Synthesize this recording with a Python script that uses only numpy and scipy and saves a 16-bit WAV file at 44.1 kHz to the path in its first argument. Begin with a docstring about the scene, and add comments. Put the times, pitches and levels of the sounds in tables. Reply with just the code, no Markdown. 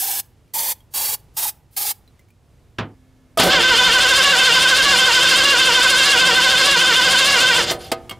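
"""Over quiet yard noise, five squirts of a spray can hiss into a hooting carburettor throat; taps ring the can.
A door slams with a low boom of panels and air, and a weak hum follows. Then blows ring the iron and a starter
cranks a V8 that never catches: tooth tones, grind and rattle rise and fall with every compression stroke.
The starter lets go and coasts, thin whistles squeak as it runs down, and the last blows clunk and clink."""
import sys
import numpy as np
from scipy import signal
from scipy.fft import rfft, irfft, next_fast_len
from scipy.io import wavfile
from scipy.ndimage import uniform_filter1d, minimum_filter1d, map_coordinates

SR = 44100
rng = np.random.default_rng(int(sys.argv[2]) if len(sys.argv) > 2 else 0)


def store_pcm(level_fs):
    """Save levels as 16-bit WAV."""
    pcm = np.round(np.clip(level_fs, -1, 1) * 32767).astype(np.int16)
    wavfile.write(sys.argv[1], SR, np.atleast_2d(pcm).T)


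def makeup_ratio(level_db):
    """Linear amplitude ratio for a level in decibels (20 dB per factor of ten)."""
    decades = np.asarray(level_db, float) / 20
    return 10 ** decades


N = 361179

# colour of the yard noise: pitch_hz, level_db
YARD_COLOUR = [(13, -39), (22, -10), (58, -3), (123, -3.5), (196, -15), (259, -15), (403, -19),
               (1700, -32.5), (2010, -32.5), (10300, -42), (15000, -48.5), (16500, -62.5)]
# loudness of the yard over time: time_s, level_db
YARD_LEVEL = [(0, -55), (2, -53), (2.4, -52.5), (2.9, -52.5), (3.3, -52.5), (7.9, -43), (8.19, -49)]
# faint hum in the cab: pitch_hz, level_db
HUM_TONES = [(258, -59), (1720, -78), (2170, -80)]
# the body shakes the microphone: time_s, level_db
SHUDDER_LEVEL = [(3.4, -37.5), (4, -39.5), (6, -42), (7.6, -45), (8.19, -68)]
# colour of that shaking: pitch_hz, level_db
SHUDDER_COLOUR = [(15, -26.5), (28, 1), (45, 1), (110, -1), (160, -40)]
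# echoes of the engine bay: pitch_hz, level_db; then pitch_hz, time to fall 60 dB_s
BAY_COLOUR, BAY_FADE = [(100, -5), (16000, -6)], [(200, 1.0), (8000, 0.056)]

# door panels that ring: pitch_hz, level_db, time to fall 60 dB_s
DOOR_PANELS = [(106, 2, 0.34), (296, -21, 0.31), (880, -19, 0.35), (1100, -23, 0.2), (1240, -23, 0.17),
               (1660, -10, 0.14), (2230, -21, 0.19), (2385, -19, 0.16)]
# the air moved by the door: pitch_hz, level_db
DOOR_AIR_COLOUR = [(29, -24), (50, -1), (141, -6.5), (532, -17), (1210, -15), (2490, -20.5), (3030, -19),
                   (16000, -55)]
# how long that air sounds: pitch_hz, time to fall 60 dB_s
DOOR_AIR_FADE = [(100, 0.46), (1000, 0.22), (3000, 0.16), (10000, 0.046)]
DOOR_S, DOOR_END_S = 2.784, 2.942

# squirts: open_s, shut_s, jet_level_db, throat_hz, throat_level_db, seep before opening_s, jet_ring_hz
SQUIRTS = [(-.05, 0.2, -22.5, 804, -36.5, .01, 5290), (0.537, 0.723, -21.5, 908, -36, 0.0018, 4330),
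           (0.937, 1.147, -22, 860, -36, 0.028, 4520), (1.366, 1.495, -21.5, 870, -35, 0.026, 4860),
           (1.764, 1.915, -22, 815, -38.5, 0.053, 4740)]
# colour of the jet: pitch_hz, level_db
JET_COLOUR = [(88, -59), (150, -21.5), (571, -12), (864, -11.5), (1440, -12), (4420, -6), (5930, -5.5),
              (14100, 1), (15600, -4), (16500, -36.5)]
# part of the jet that differs left to right: pitch_hz, level_db
JET_WIDTH = [(3000, -59), (7000, -25.5), (10000, -13.5), (15000, -9)]
# touches on the can: start_s, level_db, ring_hz
CAN_TAPS = [(0.4784, -56, 2350), (0.8046, -46, 3250), (2.077, -47, 4020), (2.1929, -42, 2070),
            (2.211, -54, 2300), (2.2856, -52, 2240), (2.304, -48, 2400)]

# dry bearing, whistles that arch up and down: highest_s, start_s, end_s, top_hz, droop_hz per s squared, level_db
SQUEAKS = [(7.838, 7.77, 7.91, 9900, 330000, -57), (7.845, 7.79, 7.9, 11950, 200000, -59),
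           (7.815, 7.805, 7.9, 14050, 200000, -59)]

# resonances of starter housing, flywheel and block: pitch_hz, width_hz, level_db
IRON_MODES = [(170.4, 8.8, -13), (348.2, 4.5, -4), (467, 4.8, -8.5), (588.5, 90, -6), (765.5, 8.1, 1),
              (993, 11, 3.5), (910, 12, -21.5), (1112, 23, 1), (1293, 14, -6.5), (1386, 5.4, 0),
              (1514, 25, -2.5), (1638, 20, -4.5), (2100, 12, -18), (2106, 24, 3), (2643, 16.6, -7.5),
              (2785, 38.6, 3), (3145, 142, -6), (3384, 18, 3.5), (3583, 83, -2), (4223, 30.5, 4.5),
              (4590, 45, -3), (4770, 14, -5.5), (4924, 64, -1.5), (5460, 130, -2.5), (5750, 61, -10),
              (6540, 110, -0.5), (7110, 76, -8.5), (7630, 70, 2), (9020, 64, -23.5)]
# blows on the iron: start_s, level_db, time to fall 60 dB_s, brightness_db per octave, thud_level_db, clink_level_db
BLOWS = [(3.373, -23.5, 0.062, -2.5, -13.5, -45), (3.395, -9.5, 0.091, -5.5, -35, -25.5),
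         (3.431, -17, 0.27, -4, -24, -45), (7.708, -23.5, 0.11, -4, -23, -47.5),
         (7.916, -18.5, 0.054, -4.5, -21.5, -46), (8.095, -37, 0.028, 0, -48, -27),
         (8.11, -38.5, 0.085, -6, -54, -26)]
# hollow thud of the solenoid: pitch_hz, level_db, time to fall 60 dB_s
SOLENOID_THUD = [(360, -12.5, 0.4), (478, -5, 0.38), (577, -2, .1), (662, 4.5, 0.17), (1050, -13, 0.076),
                 (1247, -6, 0.23)]
# clink of the pinion, the small driving gear: pitch_hz, level_db, time to fall 60 dB_s
PINION_CLINK = [(1190, -12, .15), (2202, -8, .12), (2859, -2, .045), (3200, -3, .05), (4490, -10, .05),
                (8129, -8, .03), (13180, -10, .03)]

# starter engaging, running and coasting: time_s, grind_level_db, rattle_level_db while the pinion is free
STARTER_LEVELS = [(3.385, -18.5, -32), (3.4, -5.5, -13), (3.43, -13, -32), (3.46, -26.5, -54),
                  (3.52, -10.5, -42), (3.6, -20.5, -40), (3.63, -14, -40), (7.6, -16, -40),
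                  (7.64, -22, -31), (7.66, -32, -55), (7.705, -19, -78), (7.74, -51.5, -57),
                  (7.78, -63, -68), (7.81, -42, -68), (7.87, -42, -68), (7.91, -48, -69)]
# colour of the grind: pitch_hz, level_db
GRIND_COLOUR = [(100, -23.5), (300, -15.5), (800, -10.5), (1300, -1.5), (2200, -2.5), (3200, -1),
                (5000, -2), (7500, -8.5), (9500, -19), (15500, -22), (16300, -50)]
# colour of the rattle: pitch_hz, level_db
RATTLE_COLOUR = [(3000, -29), (6000, 1), (9500, 3), (11500, -6.5), (15500, -14), (16300, -44.5)]
# colour of the motor drone: pitch_hz, level_db
DRONE_COLOUR = [(60, -10.5), (180, 3), (280, 1), (470, 2), (620, -3.5), (780, -4), (1300, -46.0)]
# one tooth contact: pitch_hz, level_db
TOOTH_CONTACT = [(350, -21.5), (520, -18.5), (1000, -15.5), (1300, -13.5), (1550, -7.5), (1720, -8),
                 (1950, -17.5), (2350, -16.5), (2800, -13), (3600, -21), (4200, -11), (5500, -24.5)]
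# the engine's lean in the stereo field: pitch_hz, left minus right_db
ENGINE_LEAN = [(60, -1.5), (380, -1.5), (700, -1), (2400, -1.1), (4400, -.1), (8100, -.6), (15000, -1)]
# compression strokes at full speed: slowest_s into the cycle, slow_tooth_rate_hz, rise to fastest_s,
# fast_tooth_rate_hz, rattle_level_db
CYLINDERS = [(0, 455.2, .041, 523.4, -27.5), (.084, 491.1, .04, 541.5, -25),
             (.156, 499.9, 0.0382, 547.9, -24.5), (.228, 498.5, .043, 553, -24.5),
             (.307, 517.8, .039, 572.3, -23.5), (.378, 551, .021, 563, -27.5),
             (.454, 471, .037, 528.4, -25.5), (.523, 505.3, .034, 531.6, -28.5)]
# the drive winds up and swings back: time_s, tooth_rate_hz
FIRST_SWING = [(3.46, 450), (3.49, 500), (3.536, 559.5), (3.58, 498), (3.612, 441.4), (3.635, 497.6)]

# two crank turns at full speed; a moment when the first cylinder is slowest
CYCLE_S, CYCLE_STARTS_S = .6045, 5.718
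SAG_PER_S = .0033  # the battery tires: share of full speed lost a second
# teeth engage; share of speed missing then, and how slowly that dies away
MESH_S, LAG, RUN_UP_S = 3.483, .3, .15
# current cut, teeth part; share of speed lost a second, for the first 0.04 s
KEY_OFF_S, UNMESH_S, BRAKE_PER_S = 7.58, 7.645, 4
# lost per whole share of missing speed: rattle, grind treble, high tooth tones
QUIET_START_DB, DULL_START_DB, SHRILL_START_DB = 78.5, 26, 23


def unit(x):
    """Scale a sound to an average (rms) strength of 1."""
    return x / np.sqrt(np.mean(x ** 2) + 1e-20)


def along(points, hz):
    """Read a curve of (Hz, value) points, with pitch on a log axis."""
    f, v = np.transpose(points)
    return np.interp(np.log(hz + 1), np.log(f + 1), v)


def curves(rows, **ends):
    """Draw each column after the time as a curve with one value per sample."""
    s, *cols = np.transpose(rows)
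    return [np.interp(np.arange(N) / SR, s, c, **ends) for c in cols]


def wobble(rate):
    """A smooth random curve with this many random points a second."""
    knots = rng.standard_normal(int(N * rate / SR) + 4)
    return map_coordinates(knots, [np.arange(N) * rate / SR])


def filtered(x, response):
    """Multiply the spectrum of a sound by a response that depends on pitch."""
    m = next_fast_len(x.shape[-1] + SR // 2)
    spectrum = rfft(x, m) * response(np.fft.rfftfreq(m, 1 / SR))
    return irfft(spectrum, m)[..., :x.shape[-1]]


def noise(colour):
    """Steady noise of rms 1, with each pitch as strong as the colour says."""
    return unit(filtered(rng.standard_normal(N), lambda hz: makeup_ratio(along(colour, hz))))


def ring(modes, t):
    """Struck parts ring as fading sines, each at a slightly random strength."""
    out = 0
    for hz, db, t60 in modes:
        fade = makeup_ratio(db + rng.normal(0, 2) - 60 * t / t60)
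        out = out + fade * np.sin(2 * np.pi * hz * t)
    return out


def dying(colour, t60s):
    """A half-second burst of noise whose pitches each fade at their own speed; peak 1."""
    hz, t, z = signal.stft(rng.standard_normal(SR // 2), SR, nperseg=256)
    z = z * makeup_ratio(along(colour, hz)[:, None] - 60 * t / along(t60s, hz)[:, None])
    burst = signal.istft(z, SR, nperseg=256)[1][:SR // 2]
    return burst / np.abs(burst).max()


def iron(hz, between_db):
    """The casting answers strongly at its resonances, over a flat level in between."""
    out = makeup_ratio(between_db)
    for k, (centre, width, db) in enumerate(IRON_MODES):
        damping = 1j * hz * width
        out = out + (-1) ** k * makeup_ratio(db) * damping / (centre * centre - hz * hz + damping)
    return out


def yard():
    """Background noise, first alike on both sides and then the part that differs, slowly swelling."""
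    level = makeup_ratio(curves(YARD_LEVEL)[0] + 1.5 * wobble(5.1))
    return level * noise(YARD_COLOUR), makeup_ratio(-13.5) * level * noise(YARD_COLOUR)


def bay(x):
    """The open engine bay smears a sound with short echoes, the treble dying sooner."""
    echoes = unit(dying(BAY_COLOUR, BAY_FADE)) / np.sqrt(SR // 2)
    return signal.fftconvolve(x, echoes)[:N]


def hum():
    """Weak, slightly unsteady tones between the slam and the start."""
    t, tones = np.arange(N) / SR, np.zeros(N)
    for hz, db in HUM_TONES:
        level = makeup_ratio(db + 1.5 + 2.2 * wobble(24))
        tones += level * np.sin(2 * np.pi * hz * t + 1.1 * wobble(15))
    return tones * (t > DOOR_END_S) * (t < BLOWS[0][0])


def shudder():
    """The body shakes the microphone: a deep rumble of unsteady strength."""
    level_db = curves(SHUDDER_LEVEL, left=-200)[0] + 2.5 * wobble(5)
    return makeup_ratio(level_db) * noise(SHUDDER_COLOUR)


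def door():
    """A low boom of ringing panels and cab air that stops short."""
    t, out = np.arange(round((DOOR_END_S - DOOR_S) * SR)) / SR, np.zeros(N)
    panels = makeup_ratio(-20.0) * ring(DOOR_PANELS, t)
    air = makeup_ratio(-12.0) * dying(DOOR_AIR_COLOUR, DOOR_AIR_FADE)[:len(t)]
    out[round(DOOR_S * SR):][:len(t)] = (panels + air) * (1 - np.exp(-t / 0.0015))
    return filtered(out, lambda hz: (1j * hz / (1j * hz + 60)) ** 2)  # less below 60 Hz


def spray():
    """The jet hisses and sputters, nearby metal combs it anew each squirt, and the throat hoots like a bottle."""
    mid, side, t = np.zeros(N), np.zeros(N), np.arange(N) / SR
    hiss = noise(JET_COLOUR)
    wide = filtered(noise(JET_COLOUR), lambda hz: makeup_ratio(along(JET_WIDTH, hz)))
    for opens, shuts, jet_db, throat_hz, throat_db, seep, ring_hz in SQUIRTS:
        # a seep, a fast opening, a fast closing, then a fading dribble
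        flow_s = [opens - seep - .01, opens - seep, opens - .002, opens + 0.003, opens + 0.0139,
                  shuts, shuts + 0.023, shuts + .11, shuts + .2]
        flow = makeup_ratio(np.interp(t, flow_s, [-88, -42.5, -27.0, -3.5, 0.0, 0.0, -29.5, -50.5, -78]))
        delay_s, gain = rng.uniform(.0004, .005, 8), .23 * rng.standard_normal(8)

        def metal_and_nozzle(hz):
            """Eight echoes comb the hiss; the jet adds a faint ring 130 Hz wide."""
            comb = 1 + np.exp(-2j * np.pi * hz[:, None] * delay_s) @ gain
            return comb * (1 + makeup_ratio(2) / (1 + (2 * (hz - ring_hz) / 130) ** 2))

        level = flow * makeup_ratio(jet_db + 1.07 * wobble(60.38) + 0.43 * wobble(900))
        mid += level * unit(filtered(hiss, metal_and_nozzle))
        side += level * wide
        hoot = (1 + wobble(90)) * np.cos(2 * np.pi * throat_hz * t + 1.1 * wobble(160))
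        mid += flow ** 1.5 * makeup_ratio(throat_db - 1.0) * unit(hoot)
    t = t[:SR // 10]
    for s, db, hz in CAN_TAPS:
        click = makeup_ratio(-6 - 60 * t / .05) * rng.standard_normal(len(t))
        mid[round(s * SR):][:len(t)] += makeup_ratio(db - 5.5) * (ring([(hz, -3, .06)], t) + click)
    return np.array([mid + side, mid - side])


def squeak():
    """The dry bearing whistles thin and high, with shaky pitch, while the armature runs down."""
    t, out = np.arange(N) / SR, np.zeros(N)
    for top, start, end, top_hz, droop, db in SQUEAKS:
        hz = top_hz - droop * (np.clip(t, start, end) - top) ** 2
        phase = 2 * np.pi * np.cumsum(hz * (1 + .008 * wobble(300))) / SR
        fade = np.interp(t, [start, start + 0.014, end - .02, end], [0, 1, 1, 0])
        out += fade * makeup_ratio(db + 5 + 4 * wobble(150)) * np.sin(phase)
    return out


def blows():
    """Solenoid and pinion strike: a short noise burst rings the iron, with a hollow thud and a clink."""
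    burst, out, t = np.zeros(N + SR), np.zeros(N + SR), np.arange(SR // 3) / SR
    for s, db, length, tilt_db, thud_db, clink_db in BLOWS:
        def brightness(hz):
            """Tilt the treble and thin out what lies below 180 Hz."""
            return makeup_ratio(tilt_db * np.log2((hz + 200) / 2000)) * hz ** 2 / (hz ** 2 + 180 ** 2)

        hit = rng.standard_normal(len(t)) * makeup_ratio(-60 * t / length) * (1 - np.exp(-t / 0.0022))
        burst[round(s * SR):][:len(t)] += makeup_ratio(db) * filtered(hit, brightness)
        thud = makeup_ratio(thud_db) * ring(SOLENOID_THUD, t) * (1 - np.exp(-t / 0.0017))
        clink = makeup_ratio(clink_db) * ring(PINION_CLINK, t)
        out[round(s * SR):][:len(t)] += thud + clink
    crack = makeup_ratio(17.5) * filtered(burst, lambda hz: iron(hz, between_db=-3.5))
    return (out + crack)[:N]


def starter():
    """Tooth tones and grind ring the iron; slowing loads the teeth, speeding lets them rattle."""
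    slowest_s, slow_hz, rise_s, fast_hz, peak_db = np.transpose(CYLINDERS)
    t = np.arange(N) / SR

    # share of full speed, and how far the engine has turned
    lag = LAG * np.exp(-np.maximum(t - MESH_S, 0) / RUN_UP_S)
    speed = 1 - lag - SAG_PER_S * (t - CYCLE_STARTS_S) - BRAKE_PER_S * np.clip(t - KEY_OFF_S, 0, .04)
    turned = np.cumsum(speed) / SR
    turned = turned - turned[round(CYCLE_STARTS_S * SR)]

    def cyclic(s, v):
        """Repeat a curve every engine cycle."""
        return np.interp(turned, np.ravel(s), np.ravel(v), period=CYCLE_S)

    # tooth rate in Hz, dipping at each compression stroke
    rate = speed * cyclic([slowest_s, slowest_s + rise_s], [slow_hz, fast_hz])
    rate = np.where(t < FIRST_SWING[-1][0], curves(FIRST_SWING)[0], rate)
    rate = uniform_filter1d(rate, size=300)
    rate = rate + .2 * (rate - uniform_filter1d(rate, size=3300))  # the springy drive overshoots each swing
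    speeding = np.gradient(np.log(rate)) * SR
    speeding = np.clip(uniform_filter1d(speeding, size=400), -3, 4)
    load_db = -1.1 * speeding
    phase = 2 * np.pi * np.cumsum(rate * (1 + 0.00599 * wobble(150))) / SR

    on = (t > STARTER_LEVELS[0][0]) & (t < STARTER_LEVELS[-1][0])
    grind_db, free_rattle_db = curves(STARTER_LEVELS)
    meshed = np.interp(t, [MESH_S - .02, MESH_S, KEY_OFF_S, UNMESH_S], [0, 1, 1, 0])

    # seven tooth tones; each swells as it crosses a resonance
    hz = np.arange(6000.)
    swell = makeup_ratio(along(TOOTH_CONTACT, hz)) * np.abs(iron(hz, between_db=-5.5))
    teeth = np.zeros(N)
    for k in np.arange(7) + 1:
        level = np.interp(k * rate, hz, swell) * makeup_ratio((1.2 if k == 3 else 2.5) * wobble(60))
        teeth += level * np.sin(k * phase + rng.uniform(0, 2 * np.pi))
    low = filtered(teeth, lambda hz: hz < 2450)
    # high tones are heard through the ringing modes
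    high = filtered(teeth, lambda hz: (hz >= 2450) * makeup_ratio(6.5) * iron(hz, between_db=-6))

    # the grind comes in tooth-long bursts, duller while speed is missing
    gate = 1 + .5 * np.cos(phase)
    rough = unit(filtered(noise(GRIND_COLOUR) * gate, lambda hz: iron(hz, between_db=-10)))
    treble = filtered(rough, lambda hz: 1 / (1 + (4900 / (hz + 1)) ** 8))  # above about 4900 Hz
    rough = rough - (1 - makeup_ratio(-DULL_START_DB * lag)) * treble

    # the motor drone is louder around the first load and falls when coasting
    drone = unit(filtered(noise(DRONE_COLOUR), lambda hz: iron(hz, between_db=-20.5)))
    inrush_db = 14.5 * np.exp(-np.abs(t - 3.46) / 0.074)
    drone_db = -26.5 + inrush_db - 50.5 * np.maximum(t - KEY_OFF_S, 0)

    # the slack is widest late in each rise; no two strokes rattle alike
    middle = slowest_s + .75 * rise_s
    valley = (middle + np.r_[middle[-1] - CYCLE_S, middle[:-1]]) / 2
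    surge_db = cyclic([middle, valley], [peak_db, peak_db - 14]) + 1.5 * wobble(16)
    usual_db = surge_db.mean()
    slack_db = meshed * (uniform_filter1d(surge_db, size=600) - usual_db)
    meshed_rattle = meshed * makeup_ratio(slack_db + usual_db - QUIET_START_DB * lag + 5.5)
    rattle = meshed_rattle + (1 - meshed) * makeup_ratio(free_rattle_db)
    flutter = gate * makeup_ratio(0.84 * wobble(700))
    loose = unit(filtered(noise(RATTLE_COLOUR) * flutter, lambda hz: iron(hz, between_db=-4)))

    # high tones and grind follow a small part of the rattle's swells
    high_db = 0.13 * slack_db + 1.0 * wobble(140) - SHRILL_START_DB * lag
    tones = meshed * makeup_ratio(grind_db + 13.5) * (makeup_ratio(load_db) * low + makeup_ratio(high_db) * high)
    grind = makeup_ratio(grind_db + 2 + 0.1 * slack_db + 1.0 * wobble(30)) * rough
    return tones + on * (grind + makeup_ratio(drone_db + 0.83 * wobble(9)) * drone + rattle * loose)


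def scene():
    """All sources, a little right of centre, over the noise of the yard."""
    yard_mid, yard_apart = yard()
    engine, jet = starter() + blows() + squeak(), spray()
    engine = engine + makeup_ratio(-20) * bay(engine) + shudder()

    def lean(hz):
        """Treble reaches the two sides slightly out of step, and each pitch leans in level."""
        level = makeup_ratio(np.outer([.5, -.5], along(ENGINE_LEAN, hz)))
        return level * np.exp(np.outer([.5j, -.5j], 0.82 * (hz / 12000) ** 3))

    engine = filtered(engine, lean)
    mono = makeup_ratio(-28.5) * bay(jet[0]) + door() + hum() + yard_mid
    return engine + (mono + jet) * makeup_ratio([[-.6], [.6]]) + [yard_apart, -yard_apart]


def roll_off(x):
    """The treble ends steeply here."""
    return signal.sosfilt(signal.butter(12, 17000, fs=SR, output="sos"), x)


def record(dry):
    """The microphone amplifier rounds peaks, a limiter turns loud moments down, and the top treble is cut."""
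    rounded = dry / (1 + np.abs(dry / 1.238) ** 4) ** (1 / 4)  # bends towards a ceiling of 1.238
    need = np.minimum(1, .6 / (np.abs(rounded).max(0) + 1e-9))
    gain = uniform_filter1d(minimum_filter1d(need, size=441), size=221)
    mix = filtered(rounded * gain, lambda hz: 1 / (1 + (hz / 15800) ** 200))
    return roll_off(mix)


dry = scene()
out = record(dry)
store_pcm(out)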